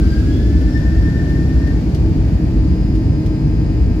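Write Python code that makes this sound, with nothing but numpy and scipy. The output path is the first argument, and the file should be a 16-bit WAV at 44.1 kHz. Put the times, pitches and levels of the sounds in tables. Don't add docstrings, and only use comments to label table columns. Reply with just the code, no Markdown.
import sys
import numpy as np
from scipy import signal
from scipy.fft import rfft, irfft
from scipy.io import wavfile
from scipy.ndimage import uniform_filter1d

SR = 44100
rng = np.random.default_rng(int(sys.argv[2]) if len(sys.argv) > 2 else 0)


def dump_mix(stems):
    frames = np.atleast_2d(stems).T
    limited = np.clip(frames, -1, 1)
    pcm = np.round(limited * 32767).astype(np.int16)
    wavfile.write(sys.argv[1], SR, pcm)


N = 176400
TIME, BIN_HZ = np.arange(N) / SR, np.arange(N // 2 + 1) * SR / N


def from_db(db):
    return 10 ** (np.asarray(db) / 20)


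def unit_rms(x):
    return x / np.sqrt(np.mean(np.abs(x) ** 2) + 1e-20)


def in_time(rows):
    times, *columns = np.transpose(rows)
    return [np.interp(TIME, times, column) for column in columns]


def per_bin(points):
    hz, value = np.transpose(points)
    return np.interp(np.log(BIN_HZ + 1e-9), np.log(hz), value)


def pan(db):
    gains = np.array([from_db(db / 2), from_db(-db / 2)])
    return gains / np.sqrt(np.mean(gains ** 2, axis=0))


def resonance(offset_hz, half_width_hz):
    return 1 / (1 + (offset_hz / half_width_hz) ** 2)


def drift(width_hz):
    step = 8
    count = N // step
    spectrum = rfft(rng.standard_normal((2, count))) * resonance(BIN_HZ[:count // 2 + 1], width_hz)
    slow = unit_rms(irfft(spectrum, count))
    return np.array([np.interp(np.arange(N) / step, np.arange(count), side) for side in slow])


def flutter(width_hz):
    return unit_rms(drift(width_hz) + 1j * drift(width_hz))


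# f/Hz, coherence/0..1
COHERENCE = [(60, .995), (150, .98), (220, .95), (310, .97), (370, .82), (450, .72), (620, .58), (800, .38),
             (1200, 0)]
# f/Hz, phase/rad
LEFT_LEAD = [(40, .4), (250, .32), (320, .17), (440, 0), (520, .65), (800, 1.05)]
# f/Hz, level/dB
BALANCE = [(60, 0.5), (210, .5), (330, 0), (500, -3.5), (770, 4), (1170, 0), (1790, 6), (2740, 0),
           (6400, 0), (8000, 13.5), (9800, 9), (12000, 0), (15000, -.5)]

def cabin_noise(gain):
    mid, side = rfft(rng.standard_normal((2, N)))
    coherence, sign = per_bin(COHERENCE), np.array([[1], [-1]])
    pair = np.sqrt(1 + coherence) * mid + np.sqrt(1 - coherence) * side * sign
    pair *= np.exp(.5j * per_bin(LEFT_LEAD) * sign)
    return unit_rms(irfft(pair * gain * pan(per_bin(BALANCE)), N))


# f/Hz, relative level/dB
RUMBLE_SPECTRUM = [(20, -51), (30, -31), (39, -15), (50, 1), (62, 2), (76, 0), (90, -8), (102, -12),
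                   (118, -11.5), (170, -10.5), (220, -15.5), (270, -13.5), (325, -18.5), (370, -25),
                   (420, -25), (500, -33), (640, -34), (800, -39.5), (1250, -50.5), (2500, -86.5)]
# f/Hz, half-width/Hz, level/dB
CABIN_BOOMS = [(57.4, 12.3, -21.5), (102.7, 5.2, -24), (132.4, 5.4, -28.5), (149.4, 4, -30),
               (314.5, 9.8, -28.5)]
# lower f/Hz, upper f/Hz
SWELL_BANDS = [(110, 190), (250, 480), (650, 1150)]
# t/s, low gain/dB, middle gain/dB, high gain/dB
SWELL_GAINS = [(0, -1.1, 1.3, -1.5), (0.549, -1.5, 3, -.5), (.8, -1, -0.5, .5), (1.6, 0.4, 1.1, 0.2),
               (2.3, 1, 0.5, 1), (2.9, 0.2, -0.3, -1.5), (3.4, -1.2, 0, -0.3), (4, 0, 0, -0.2)]
# t/s, relative level/dB
DEEP_SURGES = [(0, 4.5), (.26, -0.5), (.38, -2), (.52, 5.5), (.64, 2.5), (.77, -1.5), (.98, 5), (1.12, -4),
               (1.42, -1), (1.57, 3), (1.75, -1), (1.98, -3), (2.09, 4.5), (2.36, -1), (2.53, -1),
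               (2.65, 5), (2.76, 0), (3.1, -1.5), (3.4, -5.5), (3.58, 1), (3.72, -4.5), (3.83, 5),
               (3.94, -2)]

def rumble(rolling_db=-12.5, deep_db=-15.5, deep_below_hz=82.6):
    booms = sum(from_db(db) * cabin_noise(resonance(BIN_HZ - hz, width)) for hz, width, db in CABIN_BOOMS)
    whole = from_db(rolling_db) * cabin_noise(from_db(per_bin(RUMBLE_SPECTRUM))) + booms
    spectrum = rfft(whole)
    for (low, high), db in zip(SWELL_BANDS, in_time(SWELL_GAINS)):
        band = irfft(spectrum * (BIN_HZ > low) * (BIN_HZ < high), N)
        whole += (from_db(db) - 1) * band
    deep = irfft(spectrum / (1 + (BIN_HZ / deep_below_hz) ** 20), N)
    power = np.mean(deep ** 2, axis=0)
    for _ in range(2):
        power = uniform_filter1d(power, size=SR // 7)
    surging = deep / np.sqrt(power) * from_db(deep_db + in_time(DEEP_SURGES)[0])
    return whole - deep + surging


# f/Hz, relative level/dB
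AIR_SPECTRUM = [(500, -25.5), (1000, -7.5), (1500, 3.5), (2400, 1), (3400, -2.5), (4100, -2.5), (4800, 2),
                (5400, -3.5), (5900, -6), (7200, -8), (8500, -15.5), (10000, -17.5), (12000, -15),
                (14000, -22.5), (16000, -28)]
# t/s, level/dB
AIR_LEVEL = [(0, -40.5), (.7, -42.5), (1.7, -43.5), (2.1, -45), (3, -46.5), (4, -47)]

def air_hiss():
    return from_db(in_time(AIR_LEVEL)[0]) * cabin_noise(from_db(per_bin(AIR_SPECTRUM)))


# t/s, level/dB, left minus right/dB
BLADE_TONE = [(0, -48, 11), (.13, -37.5, 9), (.26, -42, -6), (.35, -44, 5), (.66, -45.5, 10),
              (.76, -35.5, 15), (.86, -37.5, 15), (.96, -36, 18), (1.04, -36.5, 8), (1.36, -36.5, 11),
              (1.45, -43.5, 13), (1.62, -43, 12), (1.69, -35, 21), (1.82, -62, 1), (2.3, -57, 3),
              (3.0, -80, 4)]
# t/s, second level/dB, third level/dB
BLADE_OVERTONES = [(0, -67, -59.5), (.14, -57, -44), (.24, -64, -63), (.33, -48, -51), (.43, -52, -55),
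                   (.55, -60, -58), (.68, -62, -55), (.75, -56, -46.5), (.87, -61, -58), (1.7, -68, -58),
                   (1.9, -78, -78)]
# t/s, level/dB
FAN_SWISH = [(0, -46), (.5, -51.5), (.85, -44.5), (1.35, -47), (1.52, -48.5), (1.72, -45), (1.85, -54),
             (2.4, -51), (3.0, -83)]

def fan_whine(shaft_angle, blades=24, rough_share=.69, swish_ratio=.89):
    level_db, balance_db = in_time(BLADE_TONE)
    blade_phase = blades * shaft_angle
    roughness = np.sqrt(1 - rough_share) + np.sqrt(rough_share) * flutter(width_hz=20.6)
    tone = from_db(level_db) * roughness * np.exp(1j * blade_phase) * pan(balance_db)
    for k, db in enumerate(in_time(BLADE_OVERTONES), 2):
        tone += from_db(db) * flutter(width_hz=30 * k) * np.exp(1j * k * blade_phase)
    turbulence = from_db(in_time(FAN_SWISH)[0]) * flutter(width_hz=215)
    swish = turbulence * np.exp(1j * swish_ratio * blade_phase)
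    return np.sqrt(2) * (tone + swish).real


# t/s, level/dB
TRIM_TICKS = [(.192, -45), (.61, -43.5), (.772, -45), (1.021, -48), (1.295, -44), (1.67, -44), (1.946, -36),
              (2.28, -48), (2.95, -43), (3.26, -40.5)]
# f/Hz, relative level/dB
TICK_SPECTRUM = [(1200, -17), (2800, 6), (5000, 4), (8000, -7.5), (13000, -7), (16000, -38)]

def trim_ticks(attack_s=.003, decay_s=.012):
    envelope = 0
    for start, db in TRIM_TICKS:
        age = np.maximum(TIME - start, 0)
        rise = np.minimum(age / attack_s, 1)
        decay = np.exp(-np.maximum(age - attack_s, 0) / decay_s)
        envelope += from_db(db) * rise * decay
    return envelope * cabin_noise(from_db(per_bin(TICK_SPECTRUM)))


# shaft multiple (rounded for pitch), left level/dB, right level/dB, full at t/s
BUZZ_LINES = [(4.1, -33.5, -30, 2.3), (8, -61, -46, 1), (9, -63, -53.5, 0.91), (11, -48.5, -61, 1.3),
              (12, -59, -56, 1.2), (13, -64, -49, 1.7), (15, -59, -65, 1.3), (16, -56, -60, 1.4),
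              (17, -60, -76, 2.5), (18, -65.5, -64, 2.9), (20, -53.5, -52, 2.8), (21, -75.5, -62, 2.5),
              (22, -63.5, -61.5, 2.6), (23, -51.5, -68, 2.5), (24, -55.5, -58, 2.2),
              (26, -58.5, -57.5, 2.2), (28, -63, -57.5, 3.0), (29, -58, -60, 1.8), (30, -68, -69.5, 6.1),
              (31, -58.5, -60.5, 2.2), (32, -64.5, -58, 0.92), (33, -64.5, -61, 2), (36, -60, -65, 0.91),
              (37, -79, -66, 2.6), (40, -66, -69, 2), (42, -57.5, -62, 5.2), (52, -65, -62, 2.6),
              (56, -61, -69, 1.5), (60, -56.5, -60.5, 2.7), (61, -62, -70, 2.1), (63.3, -63, -67, 2.8)]

def blade_buzz(shaft_angle, top_speed_hz, rise_db_per_s=21.5, waver_db=2, gain_db=-1):
    lines = 0
    for multiple, left_db, right_db, full_s in BUZZ_LINES:
        rise_db = rise_db_per_s * np.minimum(TIME - full_s, 0)
        gain = from_db(np.array([[left_db], [right_db]]) + rise_db + waver_db * drift(width_hz=1.3))
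        coherence = np.interp(multiple * top_speed_hz, *np.transpose(COHERENCE))
        right_lag = np.arccos(coherence) * np.array([[0], [1]])
        lines += gain * np.sin(round(multiple) * shaft_angle + rng.uniform(0, 2 * np.pi) - right_lag)
    return np.sqrt(2) * from_db(gain_db) * lines


# t/s, level/dB
WHISTLE_LEVEL = [(2.2, -85), (2.6, -70), (2.78, -53.5), (3.0, -58), (3.4, -58), (4, -63)]

def whistle(shaft_angle, multiple=64, balance_db=3):
    amplitude = np.sqrt(2) * from_db(in_time(WHISTLE_LEVEL)[0])
    return amplitude * np.sin(multiple * shaft_angle) * pan(balance_db)[:, None]


# t/s, f/Hz
SHAFT_SPEED = [(0, 64.8), (.15, 66.7), (.3, 69.2), (.5, 72.5), (.8, 74.6), (1.25, 74.9), (1.75, 76.0),
               (2.0, 77.0), (2.5, 78.3), (3.0, 79.09), (3.5, 79.31), (4, 79.43)]

def scene():
    speed_hz, = in_time(SHAFT_SPEED)
    shaft_angle = 2 * np.pi * np.cumsum(speed_hz) / SR
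    opening = rumble() + air_hiss() + fan_whine(shaft_angle)
    buzz = blade_buzz(shaft_angle, top_speed_hz=SHAFT_SPEED[-1][1])
    return opening + trim_ticks() + buzz + whistle(shaft_angle)


def record(dry, cutoff_hz=15750, fade_s=.004):
    samples_left = np.arange(N)[::-1]
    fade = np.sin(np.pi / 2 * np.minimum(samples_left / (fade_s * SR), 1)) ** 2
    lowpass = signal.ellip(10, .1, 80, cutoff_hz, fs=SR, output="sos")
    return signal.sosfilt(lowpass, dry * fade)


dry = scene()
out = record(dry)
dump_mix(out)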